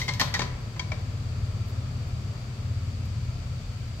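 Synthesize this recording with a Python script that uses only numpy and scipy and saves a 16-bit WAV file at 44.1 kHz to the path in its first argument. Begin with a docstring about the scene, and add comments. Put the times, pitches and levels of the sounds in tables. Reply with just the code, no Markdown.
"""A steel portafilter clacks against the group head of an espresso machine, slides home and locks
with two small clicks. Each impact excites dense, short-lived modes of the steel and a clink near
2 kHz from the basket; the group head rings on and the kitchen reverberates. Pushing the handle
draws dull thuds from the frame. Underneath are a steady hiss and a low, throbbing machine hum."""
import sys
import numpy as np
from scipy import signal
from scipy.fft import rfft, irfft
from scipy.io import wavfile

SR = 44100
rng = np.random.default_rng(int(sys.argv[2]) if len(sys.argv) > 2 else 0)


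def pcm_store(signal):
    """Save signal as 16-bit PCM."""
    levels = np.round(np.clip(np.atleast_2d(signal), -1, 1) * 32767)
    wavfile.write(sys.argv[1], SR, levels.astype(np.int16).T)


N = 176400
T = np.arange(N) / SR
RING_T = T[:SR]  # the second that follows an impact

# Steel contacts. Each row: start in seconds, clatter, knock and tick levels in dB, clink pitch in Hz,
# clink level in dB, left over right in dB.
CONTACTS = [(-.014, -22, -31.5, -33.5, 2100, -48, 3), (0.0154, -32, -42.5, -60, 2053, -25, 5),
            (0.0804, -30, -32.5, -50, 2077, -26.5, 4), (0.0877, -26, -32.5, -54, 2100, -27.5, 4.5),
            (0.136, -32.5, -45, -44, 2185, -45, 1), (0.1966, -21.5, -30.5, -33, 1875, -24, 1),
            (0.203, -23.5, -32.5, -42, 1896, -20.5, -1), (0.2117, -21, -22.5, -41, 1890, -36, 7),
            (0.34, -22, -29, -41, 1970, -22.5, 3), (0.3496, -34, -36.5, -59, 1904, -21.5, 0),
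            (0.36, -49, -35, -60, 1750, -32.5, -3), (0.392, -26.5, -27.5, -60, 2254, -31, 7.5),
            (0.404, -34, -38, -60, 1825, -30, 1), (0.4178, -29, -28.5, -54, 1850, -53, 3),
            (0.762, -49, -41, -66, 2070, -49, 2)]
# The lugs slip as the handle is tightened. Each row: start in seconds, ping pitch in Hz, ping level,
# overtone gain, clatter level and knock level in dB, body pitch in Hz, body level in dB.
LOCK_CLICKS = [(0.7941, 2244, -27.5, 1, -33.5, -36, 1008, -39.5),
               (0.9173, 2295, -27, -40, -38, -34, 621, -39)]
# Pushes on the handle. Each row: start in seconds, frequency in Hz, level in dB.
THUDS = [(.127, 104, -24), (.249, 131, -20), (.457, 130, -21)]

# Spectra of the three parts of an impact. Each row: frequency in Hz, relative density in dB.
CLATTER_SPECTRUM = [(600, -57), (1500, -7), (2200, 1.5), (2700, -8.5), (3150, 3.5), (3700, -2.5), (4500, 5),
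                    (5000, -1.5), (5700, 0.5), (6600, -5), (8000, -12), (9000, -25), (16000, -33)]
KNOCK_SPECTRUM = [(60, -13), (170, -1), (290, -12.5), (420, -5), (600, -8), (800, -4), (1050, -5),
                  (1500, -6.5), (2500, -7), (8000, -50)]
TICK_SPECTRUM = [(3000, -40), (7000, 3), (9200, -14), (11500, -2), (14000, -4), (16000, -9.5)]
# Modes of the group head and of a knock. Each row: frequency in Hz, relative level in dB,
# T60 (the time to decay by 60 dB) in seconds.
GROUP_MODES = [(178, -2.5, .5), (580, -15, .9), (994, -9, .5), (1062, -14, .38), (1296, -17, .3),
               (1890, -12, .24), (2277, -19, .24), (3045, -22, .24), (3305, -16, .16), (3791, -7, .32),
               (4343, -15, .2), (4547, -14, .2), (4732, -16, .26), (5484, -8, .17), (6017, -11, .17)]
KNOCK_MODES = [(826, -9.5, 0.054), (1028, -9, .11), (1223, -12.5, 0.089)]
# Modes of the clamped portafilter. 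Each row: multiple of the pitch, relative level in dB, T60 in seconds.
CLAMPED_MODES = [(1, 3, 0.04), (1.44, 2, 0.034), (2.04, -3, 0.045), (2.12, -6, .045), (2.76, -8, 0.025),
                 (2.95, -8, .028)]
STEEL_ATTACK_S, KNOCK_ATTACK_S, CLINK_ATTACK_S = 0.00057, 0.0018, 0.003

# Decay of the kitchen. Each row: frequency in Hz, T60 in seconds.
ROOM_T60 = [(150, 0.2), (600, 0.8), (2000, 0.67), (5000, 0.31), (12000, 0.4)]
# Strength of its reverberation. Each row: frequency in Hz, gain in dB.
ROOM_GAIN = [(150, 4), (700, -3), (2000, -5.5), (5000, -5.5), (12000, -3)]

# Harmonics of a slow shaft. Each row: multiple of the rotation rate, base level in dB.
HUM_HARMONICS = [(4, -46.5), (5, -36), (6, -37), (7, -36.5), (8, -52), (9, -52), (11, -57), (12, -56.5),
                 (13, -56.5), (15, -58)]
# Slow swells of the hum and of the lower hiss. Each row: time in seconds, gain in dB.
HUM_SWELL = [(0, -5), (.55, -5), (.78, -17), (.88, -0.5), (1.2, -2.5), (1.45, 2.5), (1.65, 0), (2.1, 1.5),
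             (2.25, -3.5), (2.5, -5), (2.66, 0.5), (3.2, 1), (3.4, -3), (4, -7)]
LOW_HISS_SWELL = [(0, 1), (1.1, 1.8), (1.7, 2.4), (2.6, 1), (4, -1.6)]
# Spectra of the background noises. Each row: frequency in Hz, relative density in dB.
HISS_SPECTRUM = [(280, 0.5), (600, -1), (850, -7), (1300, -2), (1420, -6.5), (2050, -7.5), (2350, -4.5),
                 (2700, -7.5), (4200, -9.5), (4650, -3), (5100, -10.5), (6500, -13), (7600, -13),
                 (8400, -18.5), (9000, -28), (10000, -27.5), (11700, -24.5), (13000, -28.5), (16000, -31)]
RUMBLE_SPECTRUM = [(15, -49), (27, -33), (35, -3), (43, 1), (53, -1.5), (63, -1.5), (95, -4.5), (107, 3),
                   (118, 1), (137, -1.5), (170, -11), (250, -16), (320, -34.5), (700, -29), (3000, -82)]
SIZZLE_SPECTRUM = [(8000, -30), (11500, 3), (16000, -5)]
# Faint tones in the hiss. Each row: centre frequency in Hz, level in dB.
WHINE_TONES = [(1010, -72), (1351, -65), (4517, -68.5), (4759, -67)]
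# Faint high sizzles. Each row: start in seconds, length in seconds, peak level in dB.
SIZZLES = [(1.655, .075, -61), (2.06, .04, -66), (3.045, .025, -61)]

# Likeness of the two channels. Each row: frequency in Hz, coherence from 0 to 1.
STEEL_COHERENCE = [(300, 1), (900, 0.92), (1350, 0.2), (2200, 0.68), (5000, 0.43), (6000, 0.21),
                   (12000, .5)]
BACKGROUND_COHERENCE = [(60, 0.96), (120, 1), (200, 0.87), (380, 0.83), (700, 0.53), (1300, 0.017)]
# Balance of the background and thuds. Each row: frequency in Hz, left over right in dB.
LEFT_BALANCE = [(50, 0.31), (150, 2.46), (500, 3.2), (1200, 4.2), (8000, 1.9)]
LEFT_LEAD_S = 0.000098  # sound from the steel reaches the nearer, left microphone first


def portafilter():
    """Impact excitation: contacts and slipping lugs set the steel ringing, and the kitchen answers."""
    hits, pings, ring = np.zeros((3, 2, N + SR))  # one second of lead-in
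    for start, clatter_db, knock_db, tick_db, clink_hz, clink_db, left_db in CONTACTS:
        add(hits, start + 1, panned(blow(clatter_db, knock_db) + edge_tick(tick_db), left_db))
        add(pings, start + 1, panned(basket_clink(clink_hz, clink_db), left_db))
        modes = group_ring(clatter_db, knock_db) + knock_ring(knock_db) + basket_ring(start, clink_db)
        add(ring, start + 1, panned(modes, left_db))
    for start, pitch_hz, ping_db, overtones_db, clatter_db, knock_db, body_hz, body_db in LOCK_CLICKS:
        add(hits, start + 1, panned(blow(clatter_db, knock_db), left_db=6))
        click = lock_ping(pitch_hz, ping_db, overtones_db) + body_knock(body_hz, body_db)
        add(pings, start + 1, panned(click, left_db=6))
        add(ring, start + 1, panned(group_ring(clatter_db, knock_db), left_db=6))
    reverberation = kitchen(hits + amp(-9) * pings)
    return (hits + pings + ring + reverberation)[:, SR:]


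def blow(clatter_db, knock_db):
    """Modal overlap: steel on steel excites modes so dense that they merge into clatter and knock."""
    clatter = amp(clatter_db) * steel_noise(CLATTER_SPECTRUM) * strike(STEEL_ATTACK_S, t60=0.056)
    knock = amp(knock_db) * steel_noise(KNOCK_SPECTRUM) * strike(KNOCK_ATTACK_S, t60=0.085)
    return clatter + knock


def edge_tick(tick_db):
    """A brief contact has a wide bandwidth: a metal edge gives a bright tick."""
    return amp(tick_db) * steel_noise(TICK_SPECTRUM) * strike(STEEL_ATTACK_S, t60=0.042)


def basket_clink(hz, clink_db):
    """Beating: two close modes of the basket interfere as they decay."""
    pair = mode(hz) + amp(-9) * mode(0.94 * hz)
    return amp(clink_db) * pair * strike(CLINK_ATTACK_S, t60=0.061)


def basket_ring(start, clink_db, seated_s=0.23):
    """Contact damping: the loose basket rings thinly until seating in the group head chokes it."""
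    time_seated = np.maximum(start + RING_T - seated_s, 0)
    choke = decay(time_seated, t60=0.1)
    return amp(clink_db - 15.5) * mode(hz=2145) * strike(CLINK_ATTACK_S, t60=0.34) * choke


def group_ring(clatter_db, knock_db):
    """Free vibration of the group head: the knock feeds its low modes, the clatter its high ones."""
    drive = [(1000, knock_db), (3000, clatter_db)]
    return amp(-9.5) * sum(amp(db + at_frequency(drive, hz)) * mode(hz) * strike(KNOCK_ATTACK_S, t60)
                           for hz, db, t60 in GROUP_MODES)


def knock_ring(knock_db):
    """Damped resonance: short hollow modes, shifted a little by where the blow lands."""
    shifts = 1 + 0.04 * rng.uniform(-0.95, 1, len(KNOCK_MODES))
    return sum(amp(knock_db + db) * mode(hz * shift) * strike(KNOCK_ATTACK_S, t60)
               for (hz, db, t60), shift in zip(KNOCK_MODES, shifts))


def lock_ping(pitch_hz, ping_db, overtones_db):
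    """Damping by the gasket cuts short the inharmonic modes of the clamped portafilter."""
    first, *overtones = [amp(db) * mode(multiple * pitch_hz) * strike(attack_s=0.0039, t60=t60)
                         for multiple, db, t60 in CLAMPED_MODES]
    return amp(ping_db) * (first + amp(overtones_db) * sum(overtones))


def body_knock(hz, body_db):
    """Structural resonance: the machine's body answers a slipping lug with two modes."""
    pair = mode(hz) + amp(-7) * mode(1.8 * hz)
    return amp(body_db) * pair * strike(attack_s=0.0042, t60=0.13)


def frame_thuds():
    """A damped oscillator: the frame takes each push of the handle in one low mode."""
    out = np.zeros((2, N))
    for start, hz, db in THUDS:
        thud = amp(db) * np.sin(2 * np.pi * hz * RING_T) * strike(attack_s=0.006, t60=0.1)
        add(out, start, panned(thud, at_frequency(LEFT_BALANCE, hz)))
    return out


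def kitchen(direct, gap_s=0.0011):
    """Reverberation: reflections form a diffuse tail, each band decaying at its own rate."""
    hz, t, bands = signal.stft(rng.standard_normal((2, SR)), SR, nperseg=256)
    t60 = at_frequency(ROOM_T60, hz)[:, None]
    gain = amp(at_frequency(ROOM_GAIN, hz))[:, None]
    unit_energy = np.sqrt(2 * np.log(1000) / t60 / SR)
    bands = bands * gain * decay(t, t60) * unit_energy
    tail = signal.istft(bands, SR, nperseg=256)[1][:, :SR] * (RING_T > gap_s)
    return signal.fftconvolve(direct, tail, axes=1)[:, :direct.shape[1]]


def shaft_hum(shaft_hz=17.25, waver_hz=2.5, waver_depth=0.22):
    """Modulation and beating: harmonics of a slow shaft waver and interfere in a throb."""
    out, coarse_t = np.zeros(N), T[::441]
    for multiple, db in HUM_HARMONICS:
        rates, phases = rng.uniform(-1.017, 1, (2, 8))
        drift = unit_rms(np.exp(2j * np.pi * (waver_hz * np.outer(coarse_t, rates) + phases)).sum(1))
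        waver = unit_rms(1 + waver_depth * np.interp(T, coarse_t, drift))
        carrier = np.exp(2j * np.pi * (multiple * shaft_hz * T + rng.random()))
        out += amp(db) * np.sqrt(2) * (waver * carrier).real
    return out * gain_curve(HUM_SWELL)


def hiss(corner_hz=1550):
    """Broadband noise, steady in the treble, slowly swelling and fading below the corner."""
    steady = amp(-47.5) * noise(HISS_SPECTRUM, N)
    low = signal.sosfiltfilt(signal.butter(2, corner_hz, fs=SR, output="sos"), steady)
    return steady + low * (gain_curve(LOW_HISS_SWELL) - 1)


def whine(width_hz=5.1):
    """Narrowband noise is heard as thin, unsteady tones."""
    hz = np.fft.rfftfreq(N, 1 / SR)
    white = rfft(rng.standard_normal((2, N)))
    return sum(amp(db) * unit_rms(irfft(white / (1 + (2 * (hz - centre) / width_hz) ** 2), N))
               for centre, db in WHINE_TONES)


def sizzles():
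    """Amplitude modulation: half-sine envelopes shape very high noise into brief, faint swells."""
    envelope = sum(amp(db) * np.sin(np.pi * np.clip((T - start) / length, 0, 1))
                   for start, length, db in SIZZLES)
    return envelope * noise(SIZZLE_SPECTRUM, N)


def background():
    """Incoherent sources add in power: hiss, whine, rumble and hum form a bed, a little to the left."""
    bed = hiss() + whine() + amp(-36.5) * noise(RUMBLE_SPECTRUM, N) + shaft_hum()
    left_db = at_frequency(LEFT_BALANCE, np.fft.rfftfreq(N, 1 / SR))
    return irfft(panned(rfft(bed), left_db), N)


def mode(hz, scatter_rad=0.69):
    """A normal mode is a sinusoid; it reaches the right channel later, its phase scattered."""
    phase, scatter = rng.uniform(-1.01, 1, 2)
    left = 2 * np.pi * hz * RING_T
    right = 2 * np.pi * hz * (RING_T - LEFT_LEAD_S) + scatter_rad * scatter
    return np.sqrt(2) * np.cos(np.pi * phase + np.array([left, right]))


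def steel_noise(spectrum):
    """Dense steel modes act as noise; a difference in arrival time places them at the group head."""
    return noise(spectrum, SR, STEEL_COHERENCE, LEFT_LEAD_S)


def noise(spectrum, size, coherence=BACKGROUND_COHERENCE, lead_s=0):
    """Partial coherence: two channels share part of a coloured noise, the left leading by lead_s."""
    hz = np.fft.rfftfreq(size, 1 / SR)
    left, independent = rfft(rng.standard_normal((2, size)))
    shared = np.clip(at_frequency(coherence, hz), -1, 1)
    delay = np.exp(-2j * np.pi * hz * lead_s)
    right = (shared * left + np.sqrt(1 - shared ** 2) * independent) * delay
    return unit_rms(irfft(np.array([left, right]) * amp(at_frequency(spectrum, hz)), size))


def strike(attack_s, t60):
    """The envelope of a struck body: a linear rise and a free decay."""
    return np.minimum(RING_T / attack_s, 1) * decay(RING_T, t60)


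def decay(t, t60):
    """Exponential damping by 60 dB every t60 seconds."""
    return np.exp(-np.log(1000) * t / t60)


def panned(x, left_db):
    """A level difference gives direction: the left channel exceeds the right by left_db."""
    return x * np.array([np.atleast_1d(amp(left_db / 2)), np.atleast_1d(amp(-left_db / 2))])


def add(mix, start, sound):
    """Superposes a stereo sound on the mix at a start in seconds."""
    part = mix[:, round(start * SR):][:, :sound.shape[1]]
    part += sound[:, :part.shape[1]]


def at_frequency(points, hz):
    """Interpolates a table on a logarithmic frequency axis."""
    frequencies, values = np.transpose(points)
    return np.interp(np.log(hz + 1), np.log(frequencies), values)


def gain_curve(points):
    """Interpolates decibels over time into an amplitude envelope."""
    return amp(np.interp(T, *np.transpose(points)))


def amp(db):
    """Converts decibels to an amplitude ratio."""
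    return 10 ** (np.asarray(db) / 20)


def unit_rms(x):
    """Normalises to a mean power of one."""
    return x / np.sqrt(np.mean(abs(x) ** 2) + 1e-20)


def scene():
    """Superposition of the portafilter, the background, the sizzles and the thuds."""
    return portafilter() + background() + sizzles() + frame_thuds()


def record(dry):
    """Band limiting: a linear-phase low-pass filter removes the highest treble."""
    lowpass = signal.firwin(511, cutoff=15900, window=("kaiser", 9), fs=SR)
    return signal.oaconvolve(dry, lowpass[None], "same")


dry = scene()
out = record(dry)
pcm_store(out)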